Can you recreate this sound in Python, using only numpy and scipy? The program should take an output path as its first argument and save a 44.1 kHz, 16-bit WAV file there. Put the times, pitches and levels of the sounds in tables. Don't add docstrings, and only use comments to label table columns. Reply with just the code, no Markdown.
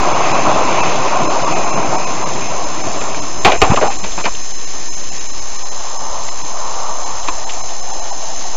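import sys
import numpy as np
from scipy import signal
from scipy.fft import rfft, irfft, next_fast_len
from scipy.io import wavfile
from scipy.ndimage import uniform_filter1d

SR = 44100
rng = np.random.default_rng(int(sys.argv[2]) if len(sys.argv) > 2 else 0)


def dump(signal):
    limited = np.clip(np.atleast_2d(signal).T, -1, 1)
    pcm = np.round(limited * 32767).astype(np.int16)
    wavfile.write(sys.argv[1], SR, pcm)


def voltage_ratio(level):
    return 10 ** (np.asarray(level, float) / 20)


N = 377496

# (frequency [Hz], level per Hz [dB])
HISS = [(100, -45), (400, -1.5), (1500, -6), (3500, -5.5), (5000, -5), (6500, -1.5), (7300, 1)]
WHINE_HZ = [1810.6, 2935.95, 4061.3, 5186.65, 6312.0, 7437.35]
WHINE_DB = [-48, -50, -44, -39, -31.5, -21.5]
# (frequency [Hz], average level [dB])
CLOCK = [(1125.35, -50), (2250.7, -55)]
# (frequency [Hz], level per Hz [dB])
BUFFET = [(15, -22), (25, -2), (45, 2), (80, -9), (120, -7.5)]
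# (time [s], peak level [dB], half length [s])
GUSTS = [
    (3.7, -32, .55),
    (5.3, -42, .3),
    (6.3, -42, .3),
    (7.4, -40, .4),
]
# (frequency [Hz], level per Hz [dB])
WIND = [(1200, -33), (1600, -2), (2000, 3), (2600, 6.5), (3100, -2.5), (4500, -6), (7000, -12)]
# (frequency [Hz], level per Hz [dB])
ALONGSIDE = [(180, -41), (300, -19), (362, -25.5), (444, -12), (589, -6), (696, -3.5), (924, -0.5),
             (1180, -3.5), (1700, -25), (2210, -39), (3740, -120)]
# (frequency [Hz], level per Hz [dB])
LEAVING = [(180, -48), (300, -39), (387, -7.5), (419, -31), (460, -7), (589, -6), (643, 2.5), (823, 2),
           (1700, -18.5), (2210, -56), (3740, -120)]
LEAVES_S = [7.3, 7.67]
# (time [s], level [dB])
OTHER_CAR = [
    (4.7, -52),
    (5.3, -40),
    (6.11, -26.5),
    (6.32, -32),
    (6.73, -24.5),
    (7.3, -28.5),
    (7.65, -30.5),
    (7.9, -28.5),
    (8.3, -31),
]
# (frequency [Hz], level per Hz [dB])
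RUMBLE = [(24, -56), (40, -20.5), (124, -4), (188, -3.5), (238, -5.5), (313, -0.5), (450, -10), (580, -48),
          (990, -120)]
# (frequency [Hz], level per Hz [dB])
ROAR = [(240, -14), (400, -3), (476, -4), (633, 3), (757, 3), (855, -0.5), (938, 2.5), (1050, 3),
        (1600, -12.5), (2080, -40), (3520, -120)]
# (time [s], level [dB])
SPEED = [(0, -14.5), (.5, -15), (1.2, -16.5), (1.76, -17.5), (2.2, -21.5), (2.7, -24), (3.05, -23.5),
         (3.42, -28), (4.4, -37.5), (5.0, -38), (5.6, -41.5), (8.56, -41.5)]
# (time of deepest swing [s], peak level [dB], pitch [Hz], length [cycles])
THUDS = [
    (3.454, -18, 110, 1.2),
    (3.471, -14, 191, 1.6),
    (3.633, -11, 61, 0.58),
    (3.7043, 1.5, 109, 0.43),
    (3.722, 0, 212, 0.51),
    (4.039, -24, 191, 2.3),
    (4.189, -27, 175, 2.6),
    (4.261, -21, 245, 1.35),
]
# (time [s], peak level [dB], ring [Hz])
CHIPS = [
    (3.518, -8, 2630),
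    (3.742, -29, 3600),
    (3.772, -19, 2460),
    (4.118, -18, 3150),
    (4.257, -12, 1900),
    (4.347, -18, 3000),
    (7.493, -15, 2800),
    (7.283, -18.5, 3400),
]
# (frequency [Hz], width [Hz], level [dB])
PANEL = [(269, 720, -15.5), (500, 140, -3), (760, 1320, -0.5), (1050, 300, 0.5), (1350, 380, -22.5)]
# (frequency [Hz], width [Hz], level [dB])
BRITTLE = [(1400, 630, 0), (1810, 850, 3.5), (2470, 310, 9), (2970, 500, 2), (4000, 1200, -3.5),
           (5070, 490, -5.5), (6200, 1500, -11)]
# (time [s], panel peak [dB], brittle peak [dB], length [s], loudest ring [Hz])
BLOWS = [(3.011, -18, -21, .027, 483), (3.144, -19, -19.5, 0.027, 860), (3.447, 5, .5, 0.083, 760),
         (3.517, -3.5, -8, 0.031, 646), (3.616, 6, 2, 0.031, 760), (3.769, -0.5, -17, 0.038, 1150),
         (3.811, -2, -17, 0.063, 637), (4.037, -21, -17.5, 0.091, 600), (4.109, -40, -27.5, 0.012, 1000),
         (4.252, -8, -11, 0.045, 1080), (4.73, -23, -36, .07, 910), (6.285, -28, -21, .014, 1000),
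         (7.282, -8, -14.5, 0.031, 1050)]
# (time [s], panel peak [dB], brittle peak [dB], length [s], loudest ring [Hz])
RATTLES = [(3.466, -3.5, -14, 0.049, 1010), (3.497, -11, -16, .02, 790), (3.527, -6.5, -16, 0.041, 720),
           (3.637, -3, -13, .024, 935), (3.656, -9.5, -22, 0.079, 755), (3.701, -6.5, -16.5, 0.044, 970),
           (3.733, -4, -18, 0.0193, 586), (3.759, -26, -13, 0.014, 850), (3.821, -7, -19.5, 0.093, 860),
           (3.912, -22, -22, .027, 900), (4.042, -16.5, -41, 0.023, 910), (4.175, -13, -23, .016, 1050),
           (4.186, -15.5, -18, 0.032, 1210), (4.238, -12.5, -13.5, 0.015, 500),
           (7.276, -27, -19, 0.0066, 900)]
STARVED_S = [.823, 1.283, 1.463, 1.542, 1.712, 1.977, 2.061, 2.246, 2.823, 3.212, 3.587, 3.895, 3.976, 4.53,
             4.657, 4.893, 4.919, 4.963, 5.107, 5.282, 5.32, 5.404, 5.581, 5.638, 5.703, 5.981, 6.308,
             6.434]
STARVED_LATE_S = [7.046, 7.457, 7.629, 7.815, 7.926, 8.013, 8.112]
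THINNED_S = [.328, 1.263, 1.438, 5.021, 5.191, 1.756, 3.406, 3.721, 4.028, 4.572]
# (start [s], end [s])
BUSY = [
    (2.98, 3.06),
    (3.43, 4.36),
    (6.24, 6.34),
    (7.23, 7.36),
    (7.47, 7.56),
]
IMAGE_DB = [-31, -45]


def rms_one(x):
    return x / np.sqrt(np.mean(x ** 2) + 1e-20)


def drift(rate):
    r = np.exp(-80 * np.pi * rate / SR)
    wander = signal.lfilter([1], [1, -2 * r, r * r], rng.standard_normal(N // 40 + 2002))
    return rms_one(wander[2000:])


def gain_of(db):
    return np.interp(np.arange(N) / 40, np.arange(len(db)), voltage_ratio(db))


def coloured(spectrum, shared_db, patchy_db, rate):
    size = next_fast_len(N, real=True)
    log_hz = np.log2(np.fft.rfftfreq(size, 1 / SR) + 1)
    points = np.array(spectrum, float)
    shape = voltage_ratio(np.interp(log_hz, np.log2(points[:, 0]), points[:, 1], left=-90, right=-90))
    noise = rfft(rng.standard_normal(size)) * shape
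    together, out = drift(rate), 0
    audible = points[points[:, 1] > -45, 0]
    for centre in np.arange(np.log2(audible[0]), np.log2(audible[-1]) + .5, .5):
        share = np.clip(1 - np.abs(log_hz - centre) * 2, 0, 1)
        band = irfft(noise * share, size)[:N]
        out = out + gain_of(shared_db * together + patchy_db * drift(2 * rate)) * band
    return rms_one(out)


def resonances(x, peaks):
    out = 0
    for k, (hz, width, db) in enumerate(peaks):
        r = np.exp(-np.pi * width / SR)
        b = np.array([1, 0, -1]) * (1 - r * r) / 2
        ring = signal.lfilter(b, [1, -2 * r * np.cos(2 * np.pi * hz / SR), r * r], x)
        out = out + (-1) ** k * voltage_ratio(db) * ring
    return out


def fall_in_speed_db():
    roar_db = np.interp(np.arange(N) / SR, *np.transpose(SPEED))
    return roar_db - roar_db[0]


def amplifier_hiss():
    return voltage_ratio(-33) * coloured(HISS, shared_db=-1.3, patchy_db=1.1, rate=11.0)


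def whine():
    frame_hz, frame_start_s = 65.365, .01084
    t = np.arange(N) / SR
    flip = np.where(np.floor((t - frame_start_s) * frame_hz) % 2 == 0, 1, -1)
    phases = rng.uniform(0, 2 * np.pi, len(WHINE_HZ))
    flipping = 0
    for hz, db, phase in zip(WHINE_HZ, WHINE_DB, phases):
        flipping = flipping + gain_of(db + 1.04 * drift(11)) * np.sin(2 * np.pi * hz * t + phase)
    steady = sum(voltage_ratio(db) * np.sin(2 * np.pi * hz * t) for hz, db in CLOCK)
    return np.sqrt(2) * (flip * flipping + steady)


def cabin_buffet():
    t = np.arange(N) / SR
    pumping = voltage_ratio(-56)
    for s, db, half_length in GUSTS:
        pumping = pumping + voltage_ratio(db) * np.exp(-((t - s) / half_length) ** 2)
    return pumping * coloured(BUFFET, shared_db=3, patchy_db=2.5, rate=6)


def wind():
    level_db = -25.5 + 0.76 * fall_in_speed_db()
    return voltage_ratio(level_db) * coloured(WIND, shared_db=1.87, patchy_db=1.54, rate=1.9)


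def passing_car():
    t = np.arange(N) / SR
    away = np.interp(t, LEAVES_S, [0, 1])
    near = np.sqrt(1 - away) * coloured(ALONGSIDE, shared_db=.7, patchy_db=.9, rate=16)
    leaving = np.sqrt(away) * coloured(LEAVING, shared_db=1.8, patchy_db=-1.0, rate=15)
    return voltage_ratio(np.interp(t, *np.transpose(OTHER_CAR))) * (near + leaving)


def body_rumble():
    level_db = -24.5 + 0.71 * fall_in_speed_db()
    return voltage_ratio(level_db) * coloured(RUMBLE, shared_db=-2.0, patchy_db=0.5, rate=11.0)


def tyre_roar():
    roar_db = np.interp(np.arange(N) / SR, *np.transpose(SPEED))
    return voltage_ratio(roar_db) * coloured(ROAR, shared_db=1.4, patchy_db=1.2, rate=14)


def thuds():
    out, t = np.zeros(N), np.arange(-SR // 10, SR // 10) / SR
    for s, db, hz, cycles in THUDS:
        at = round(s * SR) - SR // 10
        swing = np.cos(2 * np.pi * hz * t) * np.exp(-(t * hz / cycles) ** 2)
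        out[at:at + len(t)] -= voltage_ratio(db) * swing
    return out


def chips():
    t60_s, width_hz = 0.05, 800
    out, t = np.zeros(N), np.arange(SR // 20) / SR
    for s, db, hz in CHIPS:
        grind = rng.standard_normal(len(t)) * voltage_ratio(-60 * t / t60_s) * (1 - np.exp(-t / .002))
        tick = resonances(grind, [(hz, width_hz, 0)])
        out[round(s * SR):][:len(t)] -= voltage_ratio(db) * tick / tick[np.abs(tick).argmax()]
    return out


def knocks():
    out, t = np.zeros(N), np.arange(SR // 7) / SR
    panel_filter = signal.butter(2, 700, fs=SR, output="sos")
    rows = [(3.0, *row) for row in BLOWS] + [(12.4, *row) for row in RATTLES]
    for lengths, s, panel_db, brittle_db, length, hz in rows:
        t60 = max(lengths * length, .01)
        strength = voltage_ratio(1.9 * np.minimum(rng.exponential(1, (2, len(t))), 5))
        contacts = rng.standard_normal((2, len(t))) * strength
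        rattle = contacts * np.clip((length - t) / .005, 0, 1) * voltage_ratio(-60 * t / t60)
        panel = resonances(rattle[0] * (1 - np.exp(-t / .0018)), PANEL + [(hz, 170, 5)])
        panel = signal.sosfilt(panel_filter, panel)
        sharp = rattle[1] * voltage_ratio(-35 * t / t60) * (1 - np.exp(-t / 0.00059))
        brittle = resonances(sharp, BRITTLE)
        at = round(s * SR)
        out[at:at + len(t)] += voltage_ratio(panel_db) * panel / np.abs(panel).max()
        out[at:at + len(t)] += voltage_ratio(brittle_db + 2.0) * brittle / np.abs(brittle).max()
    return out


def short_blocks():
    block_s, start_s, gap_s = 1024 / 48000, .0105, .0145
    lean_share, lean_loss = .035, .55
    draws = rng.random((int(N / SR / block_s), 3))
    loss = lean_loss * (draws[:, :1] < lean_share) * (.5 + draws[:, 1:])
    for times, bands in [(STARVED_S + STARVED_LATE_S, [1, 1]), (THINNED_S, [.3, 1])]:
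        loss[np.round((np.array(times) - start_s) / block_s).astype(int)] = bands
    t, gone = np.arange(N) / SR, np.zeros((2, N))
    for k in np.flatnonzero(loss.any(axis=1)):
        at = start_s + k * block_s
        near = slice(max(round((at - gap_s) * SR), 0), round((at + gap_s) * SR))
        window = np.clip(1.5 * np.cos(np.pi / 2 * (t[near] - at) / gap_s) ** 2, 0, 1)
        gone[:, near] = np.minimum(gone[:, near] + loss[k][:, None] * window, 1)
    return gone


def starve(sound):
    hz, s, frames = signal.stft(sound, SR, nperseg=1024, noverlap=768)
    size = np.abs(frames)
    above = size / np.sqrt(uniform_filter1d(size ** 2, size=31, axis=0))
    lost = frames * np.interp(above, [1.5, 1.8], [1, -.7])
    holes = rng.random((len(hz) // 5 + 1, len(s) // 7 + 1)) < .035
    patches = np.repeat(np.repeat(holes, 5, axis=0), 7, axis=1)[:len(hz), :len(s)]
    share = 0.7 * patches * ((hz > 1400) & (hz < 6000))[:, None]
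    gone = short_blocks()
    out = signal.istft(frames - share * lost, SR, nperseg=1024, noverlap=768)[1][:N]
    for row, (low_hz, high_hz) in enumerate([(400, 2900), (2900, 6000)]):
        reach = (hz > low_hz) * (hz <= high_hz) * np.interp(hz, [400, 1500], [.45, 1])
        inside = (1 - share) * reach[:, None]
        part = signal.istft(lost * inside, SR, nperseg=1024, noverlap=768)[1]
        out = out - .85 * gone[row] * part[:N]
    return out


def offset(centre):
    block, step = 1024, .022
    draws = rng.random((N // block + 2, 2))
    new = np.maximum.accumulate(np.where(draws[:, 0] < .45, np.arange(len(draws)), 0))
    steps = np.round(4 * draws[new, 1] - 2)
    smooth = uniform_filter1d(uniform_filter1d(np.repeat(steps, block), size=500), size=500)
    return centre + step * smooth[:N]


def scene():
    camera = amplifier_hiss() + whine()
    driving = cabin_buffet() + wind() + passing_car() + body_rumble() + tyre_roar()
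    bumps = thuds() + chips() + knocks()
    return starve(camera + driving + bumps)[None]


def top_cut(x):
    return signal.sosfilt(signal.butter(12, 15830, fs=SR, output="sos"), x)


def record(dry):
    centre, cutoff_hz, busy_top_hz = -.285, 7225, 7315
    t, hz = np.arange(N) / SR, np.fft.rfftfreq(N, 1 / SR)
    spectrum = rfft(np.clip(dry[0] + offset(centre), -1.05, 1.05) - centre)
    busy_times = np.ravel([(a - .02, a, b, b + .02) for a, b in BUSY])
    busy = np.interp(t, busy_times, [0, 1, 1, 0] * len(BUSY))
    edge = irfft(spectrum * (hz > cutoff_hz) * (hz < busy_top_hz), N)
    extra = rfft(voltage_ratio(-3) * busy * edge)
    cut_db = np.interp(hz, [cutoff_hz, 7300, 7400, 7600, 7800], [0, -16, -40, -40, -60])
    spectrum = extra + spectrum * voltage_ratio(cut_db)
    tilt_db = np.interp(hz, [5200, 6300, 7200], [-5, 0, 3])
    top = spectrum * (hz > 5050) * (hz < busy_top_hz) * voltage_ratio(tilt_db)
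    shift = round(3900 * N / SR)
    for k, db in enumerate(IMAGE_DB):
        spectrum = spectrum + voltage_ratio(db) * np.roll(top, (k + 1) * shift)
    wave = irfft(spectrum, N) + centre
    knee, bend = .78, .4
    over = np.clip(np.abs(wave) - knee, 0, 1)
    wave = np.clip(wave - np.sign(wave) * bend * over ** 2, -1, 1)
    return top_cut(wave[None])


dry = scene()
out = record(dry)
dump(out)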